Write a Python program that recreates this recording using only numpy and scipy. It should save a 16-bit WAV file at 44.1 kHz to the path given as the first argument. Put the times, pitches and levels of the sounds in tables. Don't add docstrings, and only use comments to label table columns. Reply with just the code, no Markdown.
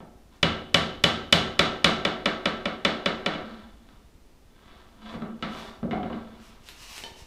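import sys
import numpy as np
from scipy import signal
from scipy.fft import rfft, irfft, next_fast_len
from scipy.io import wavfile
from scipy.ndimage import map_coordinates

SR = 44100
rng = np.random.default_rng(int(sys.argv[2]) if len(sys.argv) > 2 else 0)


def persist_wave(psi):
    counts = np.round(np.clip(psi, -1, 1) * 32767).astype(np.int16)
    wavfile.write(sys.argv[1], SR, np.atleast_2d(counts).T)


N = 320166
AIR_HZ = 221.3
# middle_s, length_s, friction_db, hum_db
STROKES = [(0.34, 0.064, -60.5, -64), (3.515, 0.3, -52, -44.5), (3.904, 0.27, -66.5, -61.5),
           (4.734, 0.36, -58, -63), (5.094, 0.14, -46, -42), (5.587, 0.22, -44, -43),
           (6.144, 0.29, -60.5, -43), (6.396, 0.53, -60, -60)]


def amp(db):
    return 10 ** (np.asarray(db) / 20)


def unit(x):
    return x / np.sqrt(np.mean(x ** 2) + 1e-20)


def along(points, hz):
    freq_hz, values = np.transpose(points)
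    return np.interp(np.log(hz + 1), np.log(freq_hz + 1), values)


def peak(hz, centre_hz, half_width_hz):
    return 1 / (1 + ((hz - centre_hz) / half_width_hz) ** 2)


def wobble(rate_hz):
    knots = rng.standard_normal(int(N * rate_hz / SR) + 4)
    return map_coordinates(knots, [np.arange(N) * rate_hz / SR])


def filtered(x, response):
    size = next_fast_len(len(x) + SR // 2)
    return irfft(rfft(x, size) * response(np.fft.rfftfreq(size, 1 / SR)), size)[:len(x)]


def low_cut(x, corner_hz):
    return filtered(x, lambda hz: (1j * hz / (corner_hz + 1j * hz)) ** 2)


def min_phase(level_db, size=8192):
    cepstrum = irfft(np.log(amp(level_db(np.fft.rfftfreq(size, 1 / SR))) + 1e-6))
    cepstrum[1:size // 2] *= 2
    cepstrum[size // 2 + 1:] = 0
    return irfft(np.exp(rfft(cepstrum)))


def add(track, start_s, sound):
    part = track[max(round(start_s * SR), 0):][:len(sound)]
    part += sound[:len(part)]


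def grains(rate_hz, spread_db):
    slips = (rng.random(N) < rate_hz / SR) * rng.standard_normal(N)
    return unit(slips * amp(spread_db * rng.standard_normal(N)))


def swells(moves, edge_db=10):
    t = np.arange(N) / SR
    return sum(amp(db - edge_db * np.abs(2 * (t - middle_s) / length_s) ** 1.5)
               for middle_s, length_s, db in moves)


def ringing(modes):
    t = np.arange(SR) / SR
    damped = [(hz, db, np.log(1000) / t60_s) for hz, db, t60_s in modes]
    return sum(amp(db) * 2 * decay / SR * np.exp(-decay * t) * np.cos(2 * np.pi * hz * t)
               for hz, db, decay in damped)


def rising_note(start_hz, t60_s, rise, attack_s):
    t = np.arange(SR // 2) / SR
    pitch_hz = start_hz * (1 + rise * (1 - np.exp(-t / 0.023)))
    envelope = amp(-60 * t / t60_s) * (1 - np.exp(-t / attack_s))
    return np.sin(2 * np.pi * np.cumsum(pitch_hz) / SR) * envelope


def background():
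    # freq_hz, density_db
    quiet = [(20, -6), (60, -9.5), (110, -23.5), (260, -19), (600, -29), (1500, -36.5), (3400, -39.5),
             (5000, -41), (15500, -50.5)]
    hiss = unit(filtered(rng.standard_normal(N), lambda hz: amp(along(quiet, hz))))
    rumble = unit(filtered(rng.standard_normal(N), lambda hz: peak(hz, 30, 15)))
    return amp(-54) * hiss + amp(-66 + 4 * wobble(8.8)) * rumble


def low_pulse(first_s=0.0514, period_s=0.1024, level_db=-6.5, spread_db=3):
    out = np.zeros(N)
    spectrum = [(20, -12), (55, 9), (130, -1), (260, -17.5), (600, -41.5), (2000, -71.5)]
    beat = min_phase(lambda hz: along(spectrum, hz))
    for start_s in np.arange(first_s, N / SR, period_s):
        add(out, start_s, amp(level_db + spread_db * rng.standard_normal()) * beat)
    return out


def room_tail():
    # freq_hz, t60_s, level_db
    bands = np.array([(60, 0.63, -6), (158, 0.57, 1), (295.7, 0.65, 11), (565, 0.72, 9), (1200, 0.54, 1.5),
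                      (1950, 0.5, 3.5), (3185, 0.53, -4), (3760, 0.47, 2), (5940, 0.46, 0),
                      (13000, 0.26, 2)])
    hz, t, noise = signal.stft(rng.standard_normal(SR), SR, nperseg=256)
    t60_s = along(bands[:, :2], hz)[:, None]
    level_db = along(bands[:, ::2], hz)[:, None]
    energy_norm = np.sqrt(2 * np.log(1000) / (t60_s * SR))
    gain = amp(level_db - 60 * t / t60_s) * energy_norm
    tail = signal.istft(noise * gain, SR, nperseg=256)[1][:SR]
    onset = np.clip((np.arange(SR) / SR - 0.002) / 0.001, 0, 1)
    return tail * onset


def varied_tail(tail, mix_rad=0.73):
    return np.cos(mix_rad) * tail + np.sin(mix_rad) * room_tail()


def scatter(t60_s, low_cut_hz):
    t = np.arange(SR // 10) / SR
    burst = rng.standard_normal(len(t)) * amp(-60 * t / t60_s) * np.minimum(t / 0.00025, 1)
    burst = low_cut(burst, low_cut_hz)
    return burst / np.linalg.norm(burst)


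def in_room(x, tail, direct_db=0):
    # pitch_hz, gain_db, t60_s
    standing_waves = [(81.76, 11, 1.3), (164.1, 14.5, 0.47), (205.7, 12, .5), (230.8, 18, 0.74),
                      (306.4, 15.5, 0.87), (368, 21.5, 1.1), (390, 12, 1.2)]
    response = tail + ringing(standing_waves)
    add(response, 0, np.array([amp(direct_db)]))
    return signal.fftconvolve(x, response)


def glove():
    # freq_hz, density_db
    rubber = [(200, -28), (500, -14), (1100, 2), (1500, -4), (2900, 1.5), (4500, -2), (6000, -2),
              (8000, -7), (12000, -14), (15500, -19)]
    # middle_s, length_s, level_db
    rubs = [(0.36, 0.05, -69), (5.12, 0.14, -66), (5.59, 0.21, -55), (6.46, 0.18, -61.5),
            (6.675, 0.081, -56.5), (6.81, 0.18, -53), (6.95, 0.19, -46.5), (7.215, 0.24, -58.5)]
    cup_db = lambda hz: 5 * peak(hz, 2800, 160) + 3 * peak(hz, 5300, 264)
    slips = grains(rate_hz=9000, spread_db=1)
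    crackle = unit(filtered(slips, lambda hz: amp(along(rubber, hz) + cup_db(hz))))
    grip = amp(2.2 * wobble(35))
    return crackle * grip * swells(rubs)


def cup_ticks():
    # start_s, snap_db, ring_db
    ticks = [(6.6878, 0.5, -41), (6.695, -17, -69), (6.9801, 2, -61), (7.038, 0, -27)]
    # pitch_hz, level_db, t60_s
    cup_modes = [(918, -14.5, 0.081), (1120, -34, 0.23), (1784, -21, 0.09), (3000, -10, 0.094),
                 (3068, -13, 0.18), (3600, -18, .08), (4370, -17, 0.068), (5680, -24, .08)]
    out = np.zeros(N)
    t = np.arange(SR // 3) / SR
    spectrum = [(200, -6.5), (1200, -15.5), (3500, -10), (7000, -16.5), (15000, -35.5)]
    snap = min_phase(lambda hz: along(spectrum, hz))
    ring = sum(amp(db - 60 * t / t60_s) * np.sin(2 * np.pi * hz * t) for hz, db, t60_s in cup_modes)
    for start_s, snap_db, ring_db in ticks:
        add(out, start_s, amp(snap_db) * signal.fftconvolve(snap, scatter(t60_s=0.002, low_cut_hz=410)))
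        add(out, start_s, amp(ring_db) * ring)
    return out


def gulps():
    # start_s, level_db, pitch_hz
    pockets = [(5.137, -29, 188), (5.825, -29.5, 164), (6.208, -47, 183)]
    out = np.zeros(N)
    for start_s, level_db, pitch_hz in pockets:
        add(out, start_s, amp(level_db) * rising_note(pitch_hz, t60_s=0.24, rise=0.16, attack_s=0.0034))
    return out


def air_hum():
    pitch_hz = AIR_HZ * (1 + 0.0466 * wobble(45))
    tone = unit(np.sin(2 * np.pi * np.cumsum(pitch_hz) / SR))
    slosh = amp(4 * wobble(40))
    envelope = swells([(middle_s, length_s, db) for middle_s, length_s, _, db in STROKES])
    return envelope * slosh * tone


def jar_db(hz):
    # freq_hz, gain_db
    wall = [(25, -14), (60, 16.5), (110, 16.5), (200, 19), (290, 16), (700, 14), (900, 14.5), (1200, 11.5),
            (2500, 12), (3700, 16.5), (5000, 7), (7500, -1), (10000, -5.5), (15500, -15.5)]
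    # centre_hz, half_width_hz, gain_db
    resonances = [(350, 29, -3), (450, 29, -5), (578, 60, 0), (880, 25, -6.5), (1153, 39, 8),
                  (1315.5, 56, 12), (1455, 35, 0.5), (1575, 51, 9.5), (1797, 25, 5), (1992, 35, 5),
                  (2208, 57, 7), (2335, 43, 6.5), (2320, 49, -4), (2640, 60, 3), (2978, 119, 11.5),
                  (3435, 73.5, 7.5), (3956, 87, 4.5), (4440, 98, 1), (4740, 90, 2), (5450, 130, 2.5),
                  (6660, 130, 5), (7800, 200, 2.5)]
    peaks_db = sum(db * peak(hz, centre_hz, half_width_hz) for centre_hz, half_width_hz, db in resonances)
    return along(wall, hz) + peaks_db


def stick_scrape():
    stick_db = lambda hz: (4 * peak(hz, 3500, 90) + 6 * peak(hz, 910, 350)
                           + 4 * peak(hz, 4600, 400) - 4 * peak(hz, 2945, 150))
    slips = grains(rate_hz=2500, spread_db=5)
    scrape = unit(filtered(slips, lambda hz: amp(jar_db(hz) + stick_db(hz)) / np.hypot(1, hz / 2000)))
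    scrape = low_cut(scrape, 170)
    return scrape * swells([(middle_s, length_s, db) for middle_s, length_s, db, _ in STROKES])


def jar_blow(contact_hz, thump_db, colour_db, lag_s=0.0028, bend_hz=4000):
    # pitch_hz, gain_db, t60_s
    jar_modes = [(666, -1.5, 0.8), (727, 4.5, 0.6), (1128, -0.5, 0.75), (1285, 1, 0.91), (1322, -4.5, 0.81),
                 (1557, -3, 0.5), (1809, -6, 0.8), (2120, -4.5, .5), (3430, -3.5, 0.38)]
    contact_db = lambda hz: -20 * np.log10(1 + (hz / contact_hz) ** 2)
    floor_db = lambda hz: thump_db / (1 + (hz / 178) ** 8)
    knock = min_phase(lambda hz: jar_db(hz) + contact_db(hz) + floor_db(hz) + colour_db(hz))
    knock = filtered(knock, lambda hz: np.exp(-2j * np.pi * lag_s * bend_hz * np.arctan(hz / bend_hz)))
    detuned = [(hz * (1 + 0.006 * rng.standard_normal()), db + 2 * rng.standard_normal(), t60_s)
               for hz, db, t60_s in jar_modes]
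    sound = signal.fftconvolve(knock, ringing(detuned))
    add(sound, 0, knock)
    return sound


def jar_bumps(tail):
    # stick on the inner wall
    # start_s, level_db, contact_hz, relative_hum_db, spot_hz, spot_db
    bumps = [(0.002, -19.5, 860, -8.5, 860, 11), (3.335, -12, 2540, -2, 1270, 5),
             (5.138, -10.5, 910, -2.5, 460, 0), (5.219, -13.5, 1170, 5, 1230, 6),
             (5.424, -10, 3280, 1, 1330, 3.5), (5.828, -3.5, 440, 0, 580, 8),
             (5.909, -11, 1710, 6.5, 2120, 9.5), (5.929, -3.5, 735, -5, 754, 13),
             (5.968, -19.5, 760, -4, 760, 3), (6.029, -11.5, 1220, 0, 570, -2),
             (6.099, -10.5, 800, -7.5, 1060, 9), (6.128, -17, 1690, 4, 570, 2.5)]
    out = np.zeros(N)
    for start_s, level_db, contact_hz, relative_hum_db, spot_hz, spot_db in bumps:
        hollow_db = lambda hz: (relative_hum_db + 9) * peak(hz, AIR_HZ, 26) + spot_db * peak(hz, spot_hz, 94)
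        echoes = varied_tail(tail)
        add(echoes, 0, amp(-6) * scatter(t60_s=0.049, low_cut_hz=293.5))
        sound = jar_blow(contact_hz, thump_db=-0.5, colour_db=hollow_db)
        add(out, start_s, amp(level_db) * in_room(sound, echoes, direct_db=-6))
    return out


def cup_raps(tail, db_per_octave=7.5):
    # start_s, level_db, spot
    raps = [(0.428, -0.5, "dull"), (0.7426, 0, "pinging"), (1.0378, 0, "pinging"), (1.3246, 2, "pinging"),
            (1.5911, 1, "clacking"), (1.843, 2, "clacking"), (2.0494, -2.5, "hollow"),
            (2.2563, -2.5, "hollow"), (2.4552, -3, "hollow"), (2.6545, -6, "hollow"),
            (2.8483, -1, "hollow"), (3.058, -3, "hollow"), (3.26, -4, "hollow")]
    spots = {"dull": (5550, 6.5, 2950, 4.4), "pinging": (10100, 5.4, 3080, 4.1),
             "clacking": (6400, 0.5, 1231, 2.5), "hollow": (5101, -5, 602, 2.5)}
    # pitch_hz, level_db, t60_s
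    belly = [(189.9, -22.5, 0.18), (552, -13, 0.052)]
    out = np.zeros(N)
    nearby = amp(3.5) * scatter(t60_s=0.023, low_cut_hz=1109)
    boom = sum(amp(db) * rising_note(hz, t60_s, rise=0.099, attack_s=0.0025) for hz, db, t60_s in belly)
    for start_s, level_db, spot in raps:
        contact_hz, thump_db, spot_hz, spot_db = spots[spot]
        contact_hz *= 2 ** (level_db / db_per_octave)
        knock = jar_blow(contact_hz, thump_db, lambda hz: spot_db * peak(hz, spot_hz, spot_hz / 15))
        echoes = varied_tail(tail)
        add(echoes, 0, nearby)
        add(out, start_s, amp(level_db) * in_room(knock, echoes, direct_db=-6.5))
        add(out, start_s + 0.004, amp(level_db / 2) * boom)
    return out


def scene():
    tail = room_tail()
    handling = in_room(stick_scrape() + glove() + cup_ticks(), tail)[:N]
    knocks = cup_raps(tail) + jar_bumps(tail)
    return (knocks + handling + air_hum() + gulps() + low_pulse() + background())[None]


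def record(dry):
    top_hz = 15600
    rounded = dry[0] / (1 + np.abs(dry[0]) ** 6) ** (1 / 6)
    return filtered(rounded, lambda hz: hz < top_hz)[None]


dry = scene()
out = record(dry)
persist_wave(out)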